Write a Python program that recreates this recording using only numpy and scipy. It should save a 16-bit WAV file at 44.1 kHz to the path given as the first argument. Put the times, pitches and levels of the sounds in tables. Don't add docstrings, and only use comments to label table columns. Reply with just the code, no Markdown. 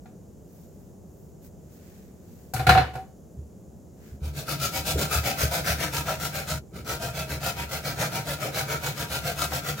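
import sys
import numpy as np
from scipy import signal
from scipy.fft import rfft, irfft
from scipy.io import wavfile
from scipy.ndimage import uniform_filter1d

SR = 44100
rng = np.random.default_rng(int(sys.argv[2]) if len(sys.argv) > 2 else 0)


def digitize_waveform(pressure):
    field = np.atleast_2d(pressure).T
    bounded = np.clip(field, -1, 1)
    quanta = np.round(bounded * 32767).astype(np.int16)
    wavfile.write(sys.argv[1], SR, quanta)


N = 432180
TIME = np.arange(N) / SR
ALL_HZ = np.fft.rfftfreq(N, 1 / SR)
SHORT = 2 ** 15
RING_TIME = np.arange(SHORT) / SR
HZ = np.fft.rfftfreq(SHORT, 1 / SR)
EDGE_HZ = 15950


def gain_of(db):
    return 10 ** (np.asarray(db) / 20)


def evened(x):
    return x / np.sqrt(np.mean(abs(x) ** 2) + 1e-20)


def read(points, hz):
    point_hz, value = np.transpose(points)
    return np.interp(np.log(hz + 1), np.log(point_hz + 1), value)


def follow(points):
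    return gain_of(np.interp(TIME, *np.transpose(points)))


def add(mix, start_s, sound):
    part = mix[..., round(start_s * SR):][..., :sound.shape[-1]]
    part += sound[..., :part.shape[-1]]


def shaded(x, gain):
    return irfft(rfft(x) * gain, N)


def colour(x, gain):
    log_gain = np.log(np.maximum(gain, 1e-5))
    circle = np.concatenate([log_gain, log_gain[-2:0:-1]])
    response = np.exp(np.conj(signal.hilbert(circle)))[:len(HZ)]
    return irfft(rfft(x, SHORT) * response)


def band(lo_hz, hi_hz, order=6):
    low_edge = 1 + (lo_hz / (HZ + 1)) ** (2 * order)
    high_edge = 1 + (HZ / hi_hz) ** (2 * order)
    return 1 / np.sqrt(low_edge * high_edge)


def dying_noise(t60):
    tail = rng.standard_normal((2, SHORT)) * gain_of(-60 * RING_TIME / t60)
    return tail / np.linalg.norm(tail, axis=1, keepdims=True)


def ring(modes, damping):
    total = np.zeros(SHORT)
    for hz, db, t60_s in modes:
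        envelope = gain_of(db - 60 * damping * RING_TIME / t60_s)
        total += envelope * np.sin(2 * np.pi * (hz * RING_TIME + rng.random()))
    return total


def swell(rise):
    return 1 - np.exp(-RING_TIME / rise)


def blow(sound, db):
    return gain_of(db) * sound / np.sqrt(np.mean(sound[..., :int(.03 * SR)] ** 2))


def teeth(size, per_s, spread_db):
    click = gain_of(spread_db * np.minimum(rng.exponential(1, size), 5)) * rng.choice([-1, 1], size)
    return evened(click * (rng.random(size) < per_s / SR))


# pitch_hz, side_over_mid_db
SPREAD = [(60, -36.5), (110, -25), (250, -8), (500, -11.5), (1000, -4.5), (2000, -2), (4400, 0), (8000, -4),
          (15000, -3)]
# pitch_hz, left_over_right_db
LEAN = [(60, 0.5), (700, 0.5), (1300, 1), (2400, 0.5), (4400, 3.5), (8000, 0.5), (15000, 5)]


def stereo(mid, side):
    side = shaded(side, gain_of(read(SPREAD, ALL_HZ)))
    lean_db = np.outer([.5, -.5], read(LEAN, ALL_HZ))
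    return shaded(np.array([mid + side, mid - side]), gain_of(lean_db))


def kitchen(x, early_db=-1, early_t60=0.05, late_db=-8, late_t60=0.47, scatter_hz=900):
    scatter = gain_of(early_db) * 1j * HZ / (1j * HZ + scatter_hz)
    early = scatter * rfft(dying_noise(early_t60))
    late = gain_of(late_db) * rfft(dying_noise(late_t60))
    paths = early + late
    wet = abs(scatter) ** 2 + gain_of(late_db) ** 2
    mid_side = np.array([(1 + paths[0]) / np.sqrt(1 + wet), paths[1] / np.sqrt(wet)])
    return irfft(rfft(x) * mid_side) * np.minimum(np.linspace(10, 0, SHORT), 1)


ROOM_NOISE_DB = -47.5
# pitch_hz, relative_level_db (per Hz)
ROOM_NOISE = [(20, -27), (45, -11), (65, 0), (120, -6), (185, -1), (270, -10), (400, -10), (630, -17),
              (1000, -30), (2200, -44), (4200, -46), (5600, -39), (7000, -33), (8200, -42), (15800, -43.3)]
# pitch_hz, correlation (0-1)
ROOM_SAME = [(60, 0.066), (130, 1), (290, 0.88), (640, 0.42), (1410, 0.34), (3100, 0.64), (6820, 0.72),
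             (15000, 1)]


def room_noise():
    a, b = rng.standard_normal((2, N))
    same = np.clip(read(ROOM_SAME, ALL_HZ), -1, 1)
    pair = np.array([a, shaded(a, same) + shaded(b, np.sqrt(1 - same ** 2))])
    return gain_of(ROOM_NOISE_DB) * evened(shaded(pair, gain_of(read(ROOM_NOISE, ALL_HZ))))


# peak_s, length_s, level_db, tilt_db_per_octave
BRUSHES = [(.59, .2, -60, 3), (.8, .3, -67, 2), (1.21, .22, -64, 7), (1.455, .06, -54, 3),
           (1.745, .07, -59, 3), (1.9, .42, -59, 0), (2.38, .34, -60.5, 1), (4.08, .16, -57.5, -1)]
# pitch_hz, relative_level_db
RUSTLE_COLOUR = [(300, -22.5), (1500, 7.5), (3500, -1), (7000, 3), (10000, -4.5), (13000, 3.5),
                 (16000, 6.5)]
BRUSH_RISE, BRUSH_FALL, BRUSH_EDGE_DB = 0.48, 0.47, -7


def rustle(pivot_hz=7000):
    mix = np.zeros((2, N))
    middle_s = RING_TIME[-1] / 2
    for peak_s, length_s, db, tilt_db in BRUSHES:
        since = (RING_TIME - middle_s) / length_s
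        slide = gain_of(BRUSH_EDGE_DB * (since / np.where(since < 0, BRUSH_RISE, BRUSH_FALL)) ** 2)
        shade_db = read(RUSTLE_COLOUR, HZ) + tilt_db * np.log2((HZ + 1) / pivot_hz)
        shade = gain_of(shade_db) * band(20, EDGE_HZ)
        grains = np.array([colour(teeth(SHORT, per_s=6700, spread_db=3.5), shade) for _ in range(2)])
        add(mix, peak_s - middle_s, gain_of(db) * slide * evened(grains))
    return mix


# start_s, level_db
BUMPS = [(3.37, -35.5), (4.112, -39), (4.215, -30), (4.254, -36), (4.934, -26.5), (5.152, -27.5),
         (5.421, -24.5), (5.695, -31), (5.966, -34), (6.518, -35), (7.305, -33.5)]
# pitch_hz, relative_level_db, t60_s (before damping)
COUNTER = [(73.2, -3.5, 0.66), (109.8, -4, 0.37), (122.4, -2, 0.36), (136, 1, .3), (196, -17, 0.11)]


def bumps(softness_hz=80, rise=0.011):
    mix = np.zeros(N)
    soft = [(hz, db - 40 * np.log10(max(hz / softness_hz, 1)), t60_s) for hz, db, t60_s in COUNTER]
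    for start_s, db in BUMPS:
        add(mix, start_s, blow(ring(soft, damping=2.43) * swell(rise) ** 2, db))
    return mix


def thud(rise=0.0067):
    return ring(COUNTER, damping=1.5) * swell(rise) ** 2


# pitch_hz, relative_level_db
CLACK = [(150, 4), (250, -1.5), (400, -3.5), (900, -3.5), (1130, -4), (1450, 3.5), (2600, -5), (3100, -10),
         (4200, -9.5), (5500, -19.5), (9000, -22.5), (16000, -16)]


def crack(clack_db, tick_db, puff_db, direct=1.15):
    burst = (direct * dying_noise(t60=.05) + dying_noise(t60=0.32)) * swell(rise=0.003)
    plastic = gain_of(read(CLACK, HZ))
    clack = blow(colour(burst, plastic * band(1000, 6200)), clack_db)
    tick = blow(colour(burst, plastic * band(5600, 13000)), tick_db)
    puff = blow(colour(burst, plastic * band(140, 1000)), puff_db)
    return clack + tick + puff


# pitch_hz, relative_level_db, t60_s (before damping)
FRAME = [(381, -17.5, 0.38), (500, -15, 0.36), (685, -13, .35), (743.5, 4.5, 0.28), (765, -0.5, 0.33),
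         (846, -20.5, 0.27), (1420, -2.5, 0.18), (1544, -9.5, 0.22), (1710, -14.5, 0.35), (2050, -22, 0.18),
         (2280, -13, .3), (2471, -14, .3), (2654, -17.5, .27), (2950, -21, 0.5), (3483, -18, .3),
         (4040, -15.5, 0.18), (4221, -22, 0.22)]


def frame_ring(hollow_db, upper_db, rise=0.001, side_share=0.73):
    struck = [(hz * (1 + 0.0087 * rng.standard_normal()), db + 2 * rng.standard_normal(), t60_s)
              for hz, db, t60_s in FRAME]
    held = swell(rise) * (1 + 0.8 * np.exp(-RING_TIME / 0.059))
    channels = []
    for share in (1, side_share):
        low = ring([mode for mode in struck if mode[0] < 1000], damping=1.1) * held
        high = ring([mode for mode in struck if mode[0] >= 1000], damping=1) * held
        channels.append(share * (blow(low, hollow_db) + blow(high, upper_db)))
    return np.array(channels)


# start_s, thud_db, hollow_ring_db, clack_db, tick_db
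KNOCKS = [(0.056, -60, -54.5, -66, -82), (2.536, -30, -31.5, -45, -37), (2.562, -36, -36, -41.5, -49.5),
          (2.593, -27.5, -29, -40.5, -49.5), (2.667, -19, -22.5, -27.5, -37.5),
          (2.691, -24.5, -15.5, -21, -34), (2.749, -24, -17, -33.5, -56), (2.774, -29.5, -20.5, -28.5, -50),
          (2.815, -41, -31, -62, -65), (2.936, -43, -49, -55, -61), (2.953, -39, -36, -50.5, -58)]


def knocks(puff_re_hollow_db=-9):
    mix = np.zeros((2, N))
    for start_s, thud_db, hollow_db, clack_db, tick_db in KNOCKS:
        add(mix, start_s, crack(clack_db, tick_db, hollow_db + puff_re_hollow_db))
        add(mix, start_s, frame_ring(hollow_db, upper_db=clack_db))
        add(mix[0], start_s, blow(thud(), thud_db))
    return stereo(*mix)


# pitch_hz, relative_level_db
SCRAPE = [(30, -14), (55, -0.5), (95, -2.5), (150, 7.5), (260, -6.5), (400, -6), (550, -2), (760, -8.5),
          (1110, -16), (1270, -4), (1800, -11.5), (4500, -12), (7000, -13), (8500, -17.5), (16000, -16)]
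# pitch_hz, width_hz, lift_db
PLATE = [(75.2, 20, 12.9), (113.4, 7.6, 10), (142.6, 25, 8.3), (300, 19, 8), (634, 11, 9.9), (697, 43, 7.4),
         (772, 28, 8.5), (945, 43, 9.3), (1341, 48, 6.1), (1389, 28, 7), (1570, 28, 7.6), (1997, 79, 2.3),
         (2258, 71, 6.3), (2390, 44, 4.7), (2556, 55, 8.2), (3480, 120, 1.2), (4110, 220, 2.1)]


def plate_response(detune=0.0045, vary=0.24, wander_db=1.0, ripples_per_octave=0.6, patchy_db=1.3):
    total_db = read(SCRAPE, HZ)
    for hz, width_hz, lift_db in PLATE:
        a, b = rng.standard_normal(2)
        offset = 2 * (HZ - hz * (1 + detune * b)) / width_hz
        total_db = total_db + lift_db * (1 + vary * a) / (1 + offset ** 2)
    ripple = np.sin(2 * np.pi * (ripples_per_octave * np.log2(HZ + 1) + rng.random()))
    wander = wander_db * ripple / (1 + HZ / 3000)
    patches = evened(uniform_filter1d(rng.standard_normal(len(HZ)), size=220))
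    upper_modes = patchy_db * patches * HZ / (HZ + 1500)
    return gain_of(total_db + wander + upper_modes)


# start_s, level_db, band_middle_hz
SNAGS = [(4.481, -40.5, 1100), (4.955, -33, 304), (5.515, -40, 1090), (6.080, -33.5, 1060),
         (6.863, -51, 1100), (7.875, -39, 370), (8.025, -29, 1080), (8.445, -31.5, 433), (8.570, -34, 1090),
         (9.518, -31, 1210)]


def snag(db, hz, cycles=24, reach=1.33):
    judder = teeth(SHORT, per_s=2500, spread_db=3.0) * np.exp(-RING_TIME * hz / cycles)
    rung = colour(judder, plate_response() * band(hz / reach, hz * reach, order=3))
    return kitchen(blow(rung, db))


def stroke(length_s, crest, hiss_db, plate_db, drum_db, clump_db=1.24):
    phase = np.interp(RING_TIME / length_s, [0, np.clip(crest, .1, .9), 1], [0, .5, 1])
    speed = np.sin(np.pi * phase)
    touching = uniform_filter1d(1. * (RING_TIME < length_s), 200, mode="constant")
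    clumps = gain_of(clump_db * evened(uniform_filter1d(rng.standard_normal(SHORT), 260)))
    near, far = (clumps * teeth(SHORT, per_s=2500, spread_db=2.5) for _ in range(2))
    shoves = teeth(SHORT, per_s=3000, spread_db=3.0)
    response = plate_response()

    def part(drive, db, gain, sharpness, rest):
        sound = colour(drive * touching * (rest + abs(speed) ** sharpness), response * gain)
        return gain_of(db) * evened(sound) * np.sqrt(length_s * SR / SHORT)

    treble = band(2800, 19000)
    near_hiss, far_hiss = (part(side, hiss_db, treble, sharpness=2.12, rest=0.14) / np.sqrt(2)
                           for side in (near, far))
    plate = part(near + far, plate_db, band(407, 2634), sharpness=1.75, rest=0.14)
    drum = part(shoves, drum_db, band(49.5, 471), sharpness=0.95, rest=0.31)
    return kitchen(near_hiss + plate + drum) + kitchen(far_hiss)


# start_s, end_s, stroke_count, top_speed_place (0-1 of a stroke),
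# plate_over_hiss_db, drum_db (at USUAL_DB)
SPELLS = [(4.204, 5.083, 7, 0.49, -1.72, -37), (5.085, 6.592, 11, .37, 1, -37.5),
          (6.706, 7.957, 9, 0.44, 2, -34), (7.958, 8.939, 7, 0.44, 2.5, -33),
          (8.942, 9.888, 7, 0.54, 1.1, -34)]
# time_s, level_db
PRESSURE = [(4.27, -54), (4.39, -47), (4.52, -38.5), (4.66, -36.5), (5.15, -35.5), (5.7, -36), (6.1, -40),
            (6.52, -41), (6.78, -50), (6.91, -36.5), (7.33, -39), (7.46, -34), (7.6, -39), (8.02, -34),
            (8.4, -38), (8.58, -34), (8.95, -36.5), (9.42, -32.5), (9.8, -37.5)]
PUSH_HISS_DB, PUSH_LATER = 0.87, 0.03
OVERLAP_S = 0.0017
USUAL_DB, DRUM_FOLLOWS = -34, 0.26
UNEVEN_DB = 0.03


def strokes():
    rows = []
    for start_s, end_s, count, crest, plate_db, drum_db in SPELLS:
        turns_s, length_s = np.linspace(start_s, end_s, round(count), endpoint=False, retstep=True)
        for turn_s in turns_s:
            way = 1 if len(rows) % 2 else -1
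            db = np.interp(turn_s + length_s / 2, *np.transpose(PRESSURE))
            drum = drum_db + DRUM_FOLLOWS * (db - USUAL_DB)
            levels = np.array([db + way * PUSH_HISS_DB, db + plate_db, drum])
            levels += UNEVEN_DB * rng.standard_normal(3)
            rows.append((turn_s, length_s + OVERLAP_S, crest + way * PUSH_LATER, *levels))
    return rows


# time_s,
# gain_db
DROPOUT = [(6.585, 2.5), (6.625, -17), (6.715, -18), (6.765, -2.5)]


def grating():
    mix = np.zeros((2, N))
    for start_s, *row in strokes():
        add(mix, start_s, stroke(*row))
    for start_s, db, hz in SNAGS:
        add(mix, start_s, snag(db, hz))
    return stereo(*mix) * follow(DROPOUT)


def scene():
    return room_noise() + rustle() + bumps() + knocks() + grating()


def record(dry):
    lowpass = signal.firwin(767, EDGE_HZ, window=("kaiser", 9), fs=SR)
    return signal.oaconvolve(np.clip(dry, -1, 1), lowpass[None], "same")


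dry = scene()
out = record(dry)
digitize_waveform(out)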